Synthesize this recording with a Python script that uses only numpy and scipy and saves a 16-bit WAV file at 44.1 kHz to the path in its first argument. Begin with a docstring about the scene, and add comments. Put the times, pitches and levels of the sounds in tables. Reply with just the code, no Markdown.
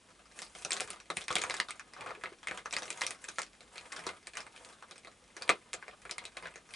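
"""Sharp plastic snaps scattered throughout, amid faint rubbing and crinkling, over a low room hum.
Hands press a hard figure into a blister tray, close to a desk microphone in a small room. Each panel
that buckles cracks at its crease, rings for a few cycles and pushes the air in the hollow. Stick-slip
makes the rub and crinkle, which swell with each grip. Three times the figure bumps the tray wall."""
import sys
import numpy as np
from scipy import signal
from scipy.fft import rfft, irfft, next_fast_len
from scipy.io import wavfile
from scipy.ndimage import map_coordinates

SR = 44100
rng = np.random.default_rng(int(sys.argv[2]) if len(sys.argv) > 2 else 0)


def store_wav(level_fs):
    """Save 16-bit WAV to argv[1]."""
    pcm = np.round(np.clip(np.atleast_2d(level_fs), -1, 1) * 32767)
    wavfile.write(sys.argv[1], SR, pcm.T.astype(np.int16))


N = 297675
PANEL_HZ = 1750  # mid-sized panel


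def amp(db):
    """Decibels to gain."""
    return 10 ** (np.asarray(db) / 20)


def unit_rms(x):
    """Scale to rms 1."""
    return x / np.sqrt(np.mean(x ** 2) + 1e-20)


def unit_energy(x):
    """Scale each row to energy 1."""
    return x / np.sqrt(np.sum(x ** 2, axis=-1, keepdims=True) + 1e-20)


def along(points, hz):
    """Interpolate (freq_hz, value) points on a log frequency axis."""
    point_hz, values = np.transpose(points)
    return np.interp(np.log(hz + 1), np.log(point_hz), values)


def decay(t, t60_s):
    """Envelope losing 60 dB in t60_s."""
    return np.exp(-np.log(1000) * t / t60_s)


def wobble(rate_hz):
    """Smooth random curve, rate_hz knots a second."""
    knots = rng.standard_normal(int(N * rate_hz / SR) + 4)
    return map_coordinates(knots, [np.arange(N) * rate_hz / SR])


def filtered(x, response):
    """Apply a complex frequency response to each row."""
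    n = x.shape[-1]
    size = 2 * next_fast_len(n // 2 + 1024)
    return irfft(rfft(x, size) * response(np.fft.rfftfreq(size, 1 / SR)), size)[..., :n]


def coloured(x, spectrum):
    """Minimum-phase filter from (freq_hz, gain_db) points: no pre-ringing."""
    def response(hz):
        cepstrum = irfft(np.log(amp(along(spectrum, hz))))
        cepstrum[1:len(hz) - 1] *= 2
        cepstrum[len(hz):] = 0
        return np.exp(rfft(cepstrum))
    return filtered(x, response)


def room_tone(level_db, side_db):
    """Steady low room hum under faint hiss."""
    # background spectrum: freq_hz, gain_db
    air = [(15, -37), (28, -4), (40, -13), (52, 8), (66, -6), (100, -4.5), (135, -8), (200, -1.5),
           (550, -9.5), (1300, -14), (3300, -12.5), (4200, -16), (9200, -17.5), (11000, -23)]
    mid, side = unit_rms(coloured(rng.standard_normal((2, N)), air))
    side = amp(side_db) * side
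    return amp(level_db) * np.array([mid + side, mid - side])


def tray_ring(count, t, spread_db=4):
    """Tray modes, excited differently at each of count contact points."""
    # modes of the tray with the figure in it: freq_hz, level_db, t60_s
    tray = [(172, -10, .1), (320, -6, .06), (510, 0, .085), (742, -2, .09), (1090, -4, .07),
            (1256, -1, .09), (1465, -3, .08), (1690, -4, .08), (2080, 0, .08), (2420, 1, .09),
            (2560, 0, .09), (3888, -8, .07)]
    hz, level_db, t60_s = np.transpose(tray)[:, :, None]
    modes = amp(level_db) * decay(t, t60_s) * np.exp(2j * np.pi * hz * t)
    shape = (count, len(tray))
    weights = amp(spread_db * rng.standard_normal(shape)) * np.exp(2j * np.pi * rng.random(shape))
    return unit_energy((weights @ modes).real)


def tray_and_room(count, tray_db, build_s):
    """Stereo impulse responses for count hand positions: tray ring plus desk and wall reflections."""
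    # room decay: freq_hz, t60_s
    room_t60 = [(150, 0.26), (530, 0.1463), (1400, 0.0841), (3700, 0.1127), (10000, 0.0633)]
    # reflection spectrum: freq_hz, gain_db
    room_colour = [(100, -13), (500, -1), (1250, 2.5), (2400, -1.5), (3200, -1.5), (6000, -2.5), (10000, 0)]
    # stereo width of the reflections: freq_hz, side_gain_db
    width = [(100, -11), (500, -9), (1200, -6.5), (4000, -6.5), (9000, -12.5)]
    t = np.arange(SR // 4) / SR
    hz, frame_s, noise = signal.stft(rng.standard_normal((2, count, len(t))), SR, nperseg=256)
    damped = noise * decay(frame_s, along(room_t60, hz)[:, None])
    tails = signal.istft(damped, SR, nperseg=256)[1][..., :len(t)]
    mid, side = coloured(unit_energy(tails * (1 - np.exp(-t / build_s))), room_colour)
    mid = mid + amp(tray_db) * tray_ring(count, t)
    side = coloured(side, width)
    return np.stack([mid + side, mid - side], axis=1)


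def finger_pressure(attack_s, release_s):
    """Rub and crinkle level curves in dB: each grip swells, holds and relaxes to a light hold."""
    # finger pushes and shifts: start_s, hold_s, rub_db, crinkle_db
    grips = [(0.383, 0.075, -61, -55.5), (0.56, 0.1, -60, -55.5), (0.719, 0.11, -48, -50.5),
             (0.886, .06, -53, -61), (1.184, 0.026, -54, -54.5), (1.32, 0.28, -50.5, -54.5),
             (1.694, 0.065, -62, -64.5), (2.005, 0.099, -50, -68.5), (2.201, 0.098, -55.5, -70.5),
             (2.5, 0.089, -55, -64), (2.729, 0.38, -52, -56), (3.22, 0.16, -65, -61.5),
             (3.732, 0.19, -56.5, -64.5), (3.953, 0.16, -49.5, -59), (4.365, 0.064, -52.5, -61.5),
             (4.557, 0.17, -61, -63), (4.876, 0.11, -69.5, -79), (5.392, 0.15, -55, -64.5),
             (5.773, 0.17, -62, -78), (6.054, 0.24, -58, -69), (6.378, 0.093, -52, -66),
             (6.724, .05, -56.5, -59)]
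    start_s, hold_s, rub_db, crinkle_db = np.transpose(grips)[:, :, None]
    t = np.arange(0, N / SR, .002)
    swell = np.exp(-np.maximum(start_s - t, 0) / attack_s)
    relax = np.exp(-np.maximum(t - start_s - hold_s, 0) / release_s)

    def level_db(grip_db, held_db):
        power = np.sum((amp(grip_db) * swell * relax) ** 2, axis=0) + amp(held_db) ** 2
        return np.interp(np.arange(N) / SR, t, 10 * np.log10(power))

    return level_db(rub_db, held_db=-69), level_db(crinkle_db, held_db=-75.5)


def slips(spectrum, responses, rate_hz, spread_db, direct_db):
    """Tiny stick-slip releases of random time and size; rms 1."""
    sizes = amp(spread_db * np.clip(rng.standard_normal(N), -2, 2)) * rng.choice([-1, 1], N)
    grains = sizes * (rng.random(N) < rate_hz / SR)
    direct = amp(direct_db) * signal.unit_impulse(responses.shape[-1])
    paths = coloured(responses + direct, spectrum)
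    out = np.zeros((2, N + SR))
    step = SR // 10  # the path changes as the hands turn
    for k, start in enumerate(range(0, N, step)):
        piece = signal.fftconvolve(grains[None, start:start + step], paths[k % len(paths)], axes=1)
        out[:, start:start + piece.shape[1]] += piece
    return unit_rms(out[:, :N])


def rub_and_crinkle(responses, rub_db, crinkle_db):
    """The figure rubs dully along the tray; fingers raise a fine, bright crinkle."""
    # figure sliding on plastic: freq_hz, gain_db
    rub_colour = [(30, -33), (90, 2), (250, -6), (480, 0.5), (850, -0.5), (1250, 2), (1800, -3.5),
                  (2400, -6.5), (3000, -8), (6000, -19), (11000, -27)]
    # sheet under the fingers: freq_hz, gain_db
    crinkle_colour = [(500, -13), (2000, -0.5), (4000, -6), (6500, 0), (9000, 3.5), (10300, -0.5),
                      (11500, -8)]
    # finest slips of a hard pinch: freq_hz, gain_db
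    sizzle_colour = [(2000, -33), (5000, -6), (7500, -5), (10000, -4.5), (11500, 1)]
    grip = wobble(rate_hz=35)
    rub = slips(rub_colour, responses, rate_hz=240, spread_db=6.5, direct_db=-4.5)
    crinkle = slips(crinkle_colour, responses, rate_hz=630, spread_db=5.5, direct_db=-7)
    sizzle = slips(sizzle_colour, responses, rate_hz=2000, spread_db=7, direct_db=20)
    sizzle_db = 1.48 * crinkle_db + 11.5  # harder press, brighter crinkle
    return (amp(rub_db + 1.7 * grip) * rub
            + amp(crinkle_db + 0.41 * grip) * crinkle
            + amp(sizzle_db + 1.4 * grip) * sizzle)


def faint_buckles(rub_db, crinkle_db, rate_hz, spread_db, spread_octaves):
    """Rows for snaps(): small buckles at jittered times, as strong as the fingers press."""
    count = int(rate_hz * N / SR)
    at = ((np.arange(1, count + 1) + rng.random(count)) * N / (count + 1)).astype(int)
    size, sharpness, detune = np.clip(rng.standard_normal((count, 3)), -2, 2).T
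    body_db = rub_db[at] + spread_db * size
    ring_db, knock_db = body_db + 26, body_db + 18.5
    crack_db = crinkle_db[at] + 30.5 + spread_db * (size + sharpness / 2)
    pitch_hz = PANEL_HZ * 2 ** (spread_octaves * detune)
    return np.column_stack([at / SR, ring_db, pitch_hz, crack_db, knock_db])


def panel_ring(pitch_hz, t):
    """A flipped panel rings for a few cycles; rows of energy 1."""
    # panel modes: pitch_ratio, level_db, t60_s
    panel = [(.64, -7, 0.0089), (1, 6, 0.0059), (1.24, 0, 0.0062)]
    # radiation efficiency of small panels: freq_hz, gain_db
    radiation = [(100, -27.5), (450, -11), (900, -1), (1250, 2), (1800, 1), (2150, 3.5), (2500, 3),
                 (2850, -1), (4000, 3), (9000, -26.5)]
    detune = 1 + .05 * rng.standard_normal((len(pitch_hz), len(panel)))
    modes = sum(amp(db) * decay(t, t60_s) * np.sin(2 * np.pi * pitch_hz * ratio * detune[:, [k]] * t)
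                for k, (ratio, db, t60_s) in enumerate(panel))
    return unit_energy(coloured(modes, radiation))


def crease_crack(pitch_hz, t, pitch_ratio=3.003, spread_octaves=.4, zing_db=-6):
    """The stiff fold cracks and zings briefly above the panel's pitch; rows of energy 1."""
    # crack spectrum: freq_hz, gain_db
    crack_colour = [(300, -31), (1500, -20.5), (3000, 0.5), (4000, 2.5), (6000, 3), (9500, 1.5),
                    (11500, -13.5)]
    octaves = spread_octaves * rng.uniform(-2.02, 2.01, pitch_hz.shape)
    zing_hz = pitch_ratio * pitch_hz * 2 ** octaves
    zing = amp(zing_db) * unit_energy(np.cos(2 * np.pi * zing_hz * t) * decay(t, t60_s=0.0048))
    return unit_energy(coloured(signal.unit_impulse(len(t)) + zing, crack_colour))


def hollow_knock(t):
    """The panel pushes the air in the hollow; energy 1."""
    # spectrum of the hollow: freq_hz, gain_db
    knock_colour = [(30, -31), (70, -4), (115, -11), (170, 1.5), (260, -7), (350, 4), (500, 3.5), (750, 6),
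                    (1000, -5), (1400, 5.5), (3000, -56)]
    return unit_energy(coloured(signal.unit_impulse(len(t)), knock_colour))


def giving_way(give_s, rate_hz):
    """A crease lets go in tiny slips around one main jump; one row per snap."""
    t = np.arange(-(SR // 200), SR // 200 + 1) / SR
    shape = (len(give_s), len(t))
    tiny_slips = 0.85 * rng.standard_normal(shape) * (rng.random(shape) < rate_hz / SR)
    distance = np.where(t < 0, -2 * t, t)  # builds twice as fast as it fades
    return (t == 0) + tiny_slips * np.exp(-distance / np.maximum(give_s, 1 / SR))


def snaps(buckles, responses):
    """Buckling panels: ring, crack and knock, heard directly and through tray and room."""
    start_s, ring_db, pitch_hz, crack_db, knock_db = np.transpose(buckles)[:, :, None]
    # smaller, higher panels give way sooner and sound drier; hard flips are drier too
    octaves = np.log2(pitch_hz / PANEL_HZ)
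    give_s = 0.00046 * .5 ** (1.9 * octaves)
    typical_ring_db = -19.5
    send_db = -1 - 3.5 * octaves - 0.1557 * (ring_db - typical_ring_db)
    t = np.arange(SR // 25) / SR
    ring = amp(ring_db) * panel_ring(pitch_hz, t)
    crack = amp(crack_db) * crease_crack(pitch_hz, t)
    knock = amp(knock_db) * hollow_knock(t)
    release = giving_way(give_s, rate_hz=5000)

    def direct(part, shiver_db, t60_s):
        """Spread a part over the slips and the sheet's brief shiver, at unchanged energy."""
        shiver = amp(shiver_db) * unit_energy(rng.standard_normal(part.shape) * decay(t, t60_s))
        drive = signal.fftconvolve(release, signal.unit_impulse(len(t)) + shiver, axes=1)
        spread = signal.fftconvolve(part, drive, axes=1)
        return unit_energy(spread) * np.linalg.norm(part, axis=1, keepdims=True)

    near = (direct(ring, shiver_db=-7, t60_s=0.036)
            + direct(crack, shiver_db=4, t60_s=0.011)
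            + direct(knock, shiver_db=5.5, t60_s=0.071))
    out = np.zeros((2, N + SR))
    for k, hit in enumerate(ring + crack + knock):
        start = round(start_s[k, 0] * SR)
        early = start - release.shape[1] // 2
        out[:, early:early + near.shape[1]] += near[k]
        echo = amp(send_db[k]) * signal.fftconvolve(hit[None], responses[k % len(responses)], axes=1)
        out[:, start:start + echo.shape[1]] += echo
    return out[:, :N]


def bumps(responses, send_db, rise_s, t60_s):
    """The figure bumps the tray wall: a few low cycles, no crack."""
    # soft contacts: start_s, energy_db, pitch_hz
    contacts = [(2.174, -25.5, 435), (2.321, -26, 402), (4.068, -15, 372)]
    t = np.arange(SR // 25) / SR
    envelope = decay(t, t60_s) * (1 - np.exp(-t / rise_s))
    out = np.zeros((2, N + SR))
    for k, (start_s, energy_db, pitch_hz) in enumerate(contacts):
        thud = amp(energy_db) * unit_energy(np.sin(2 * np.pi * pitch_hz * t) * envelope)
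        path = amp(send_db) * responses[k] + signal.unit_impulse(responses.shape[-1])
        heard = signal.fftconvolve(thud[None], path, axes=1)
        start = round(start_s * SR)
        out[:, start:start + heard.shape[1]] += heard
    return out[:, :N]


def scene():
    """All contacts share one tray and room; finger pressure drives the small sounds."""
    # panel flips at set times, from faint ticks to the big pop (levels are energies): start_s, ring_db,
    # pitch_hz, crack_db, knock_db
    placed_buckles = [(0.390, -23.5, 1870, -28, -31), (0.419, -25, 1730, -19, -28.5),
                      (0.551, -28.5, 1550, -26.5, -27), (0.649, -17, 2700, -10, -16.5),
                      (0.707, -13, 1860, -10, -39), (0.719, -13, 1920, -6.5, -18),
                      (0.731, -27, 2290, -8.5, -41), (0.800, -13.5, 1940, -19.5, -18.5),
                      (0.806, -14.5, 2270, -9.5, -15.5), (0.904, -27, 2040, -15, -24),
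                      (1.102, -10, 1460, -15.5, -12.5), (1.170, -9.5, 2030, -11.5, -20),
                      (1.216, -29, 1610, -23, -27.5), (1.282, -12, 1900, -16, -31),
                      (1.305, -11.5, 1100, -16.5, -14), (1.355, -10.5, 1670, -2.5, -11),
                      (1.366, -5, 2340, -23, -29), (1.384, -16, 2230, -15, -20),
                      (1.418, -17.5, 1760, -11, -26), (1.438, -8, 1460, -14, -16.5),
                      (1.498, -12.5, 1920, -15, -15), (1.508, -12, 2000, -15, -22),
                      (1.541, -11.5, 1580, -16.5, -21), (1.567, -26, 1670, -19, -36),
                      (1.6007, -2.5, 2060, -8, -17.5), (1.686, -23, 1140, -23, -34),
                      (1.707, -16, 2290, -17, -33), (1.796, -18.5, 1740, -25.5, -37),
                      (1.936, -28.5, 1850, -29, -48), (1.965, -26.5, 1210, -42, -40),
                      (2.009, -21.5, 2350, -28.5, -36), (2.062, -18, 1200, -30, -25.5),
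                      (2.107, -16, 1230, -34, -20), (2.237, -14.5, 1270, -26, -22),
                      (2.258, -15.5, 2050, -42, -54), (2.431, -28, 1320, -31, -52),
                      (2.472, -10.5, 2340, -20.5, -42), (2.485, -12, 2060, -23, -23),
                      (2.512, -13, 1410, -27, -18.5), (2.547, -38, 1800, -31.5, -36),
                      (2.59, -28, 1750, -34.5, -34), (2.6581, -14, 1360, -24, -24),
                      (2.727, -14.5, 2240, -13.5, -24.5), (2.739, -20, 2190, -18, -29),
                      (2.766, -8.5, 2050, -10.5, -21.5), (2.822, -20, 1640, -21, -20.5),
                      (2.880, -25, 2190, -32, -31), (2.904, -14.5, 2300, -12, -21),
                      (3.0176, -5, 2130, -11, -29), (3.066, -14, 2360, -7.5, -29),
                      (3.242, -21.5, 1870, -22, -34), (3.287, -18, 1620, -16.5, -27),
                      (3.3846, -8, 1320, -18, -23), (3.391, -19, 1780, -15, -22),
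                      (3.418, -19.5, 2200, -16, -30), (3.432, -27, 1890, -24.5, -36),
                      (3.607, -34, 2150, -31.5, -35), (3.7804, -20.5, 2400, -22, -36),
                      (3.924, -20.5, 1670, -20.5, -39), (3.965, -24, 1470, -22.5, -34),
                      (4.067, -13, 990, -15, -29), (4.092, -17.5, 2160, -29, -31),
                      (4.271, -22, 1840, -20, -31), (4.371, -16.5, 1410, -15, -32),
                      (4.405, -24.5, 1840, -21.5, -37), (4.8251, -25, 1170, -36, -47),
                      (4.911, -30.5, 1640, -25.5, -31), (4.980, -34, 2420, -29.5, -39),
                      (5.048, -29, 1980, -34, -32), (5.072, -28, 1400, -31.5, -29),
                      (5.367, -21.5, 1680, -24, -24), (5.422, -19.5, 1720, -16, -46),
                      (5.4927, 3, 2450, -10.5, -8.5), (5.4929, 0, 1300, -11, -5),
                      (5.497, -4.5, 2100, -9, -8.5), (5.500, -5, 2170, -20, -9),
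                      (5.505, -8.5, 1520, -17, -17.5), (5.732, -17, 2000, -15.5, -32),
                      (5.738, -21, 1750, -15, -20.5), (5.826, -22, 1620, -40, -32),
                      (5.881, -21.5, 1780, -33, -25.5), (6.053, -21.5, 1680, -34, -24.5),
                      (6.095, -20, 1900, -31, -29), (6.1113, -19.5, 2300, -12, -24.5),
                      (6.182, -15, 2230, -18, -32), (6.253, -23.5, 2150, -18, -29.5),
                      (6.370, -18.5, 2000, -21.5, -24.5), (6.457, -19, 1660, -38, -31),
                      (6.471, -21.5, 1550, -30.5, -29.5), (6.5578, -25, 1860, -27, -27),
                      (6.738, -21, 2300, -21.5, -43)]
    responses = amp(-1.5) * tray_and_room(count=24, tray_db=-10.5, build_s=0.0039)
    rub_db, crinkle_db = finger_pressure(attack_s=0.027, release_s=0.038)
    hits = snaps(placed_buckles, responses)
    ticks = faint_buckles(rub_db, crinkle_db, rate_hz=22, spread_db=4.5, spread_octaves=0.28)
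    hits += snaps(ticks, responses)
    hits += bumps(responses, send_db=-5, rise_s=0.0015, t60_s=0.02)
    handling = rub_and_crinkle(responses[:8], rub_db, crinkle_db)
    return hits + handling + room_tone(level_db=-64.5, side_db=-14)


def record(dry):
    """Two close capsules, hands slightly to the left; steep low-pass."""
    # phase between capsules: freq_hz, left_lead_rad
    lead = [(100, .05), (700, .17), (1500, .45), (2600, .33), (3800, .08), (11000, .03)]
    # balance between capsules: freq_hz, left_minus_right_db
    lean = [(100, 0), (800, 0), (1300, 1.1), (2300, 0.92), (3500, 0), (6500, 1.2), (10000, 0)]
    cutoff_hz = 11130
    half = np.array([[.5], [-.5]])
    pair = filtered(dry, lambda hz: amp(half * along(lean, hz)) * np.exp(1j * half * along(lead, hz)))
    return filtered(pair, lambda hz: 1 / np.sqrt(1 + (hz / cutoff_hz) ** 220))


dry = scene()
out = record(dry)
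store_wav(out)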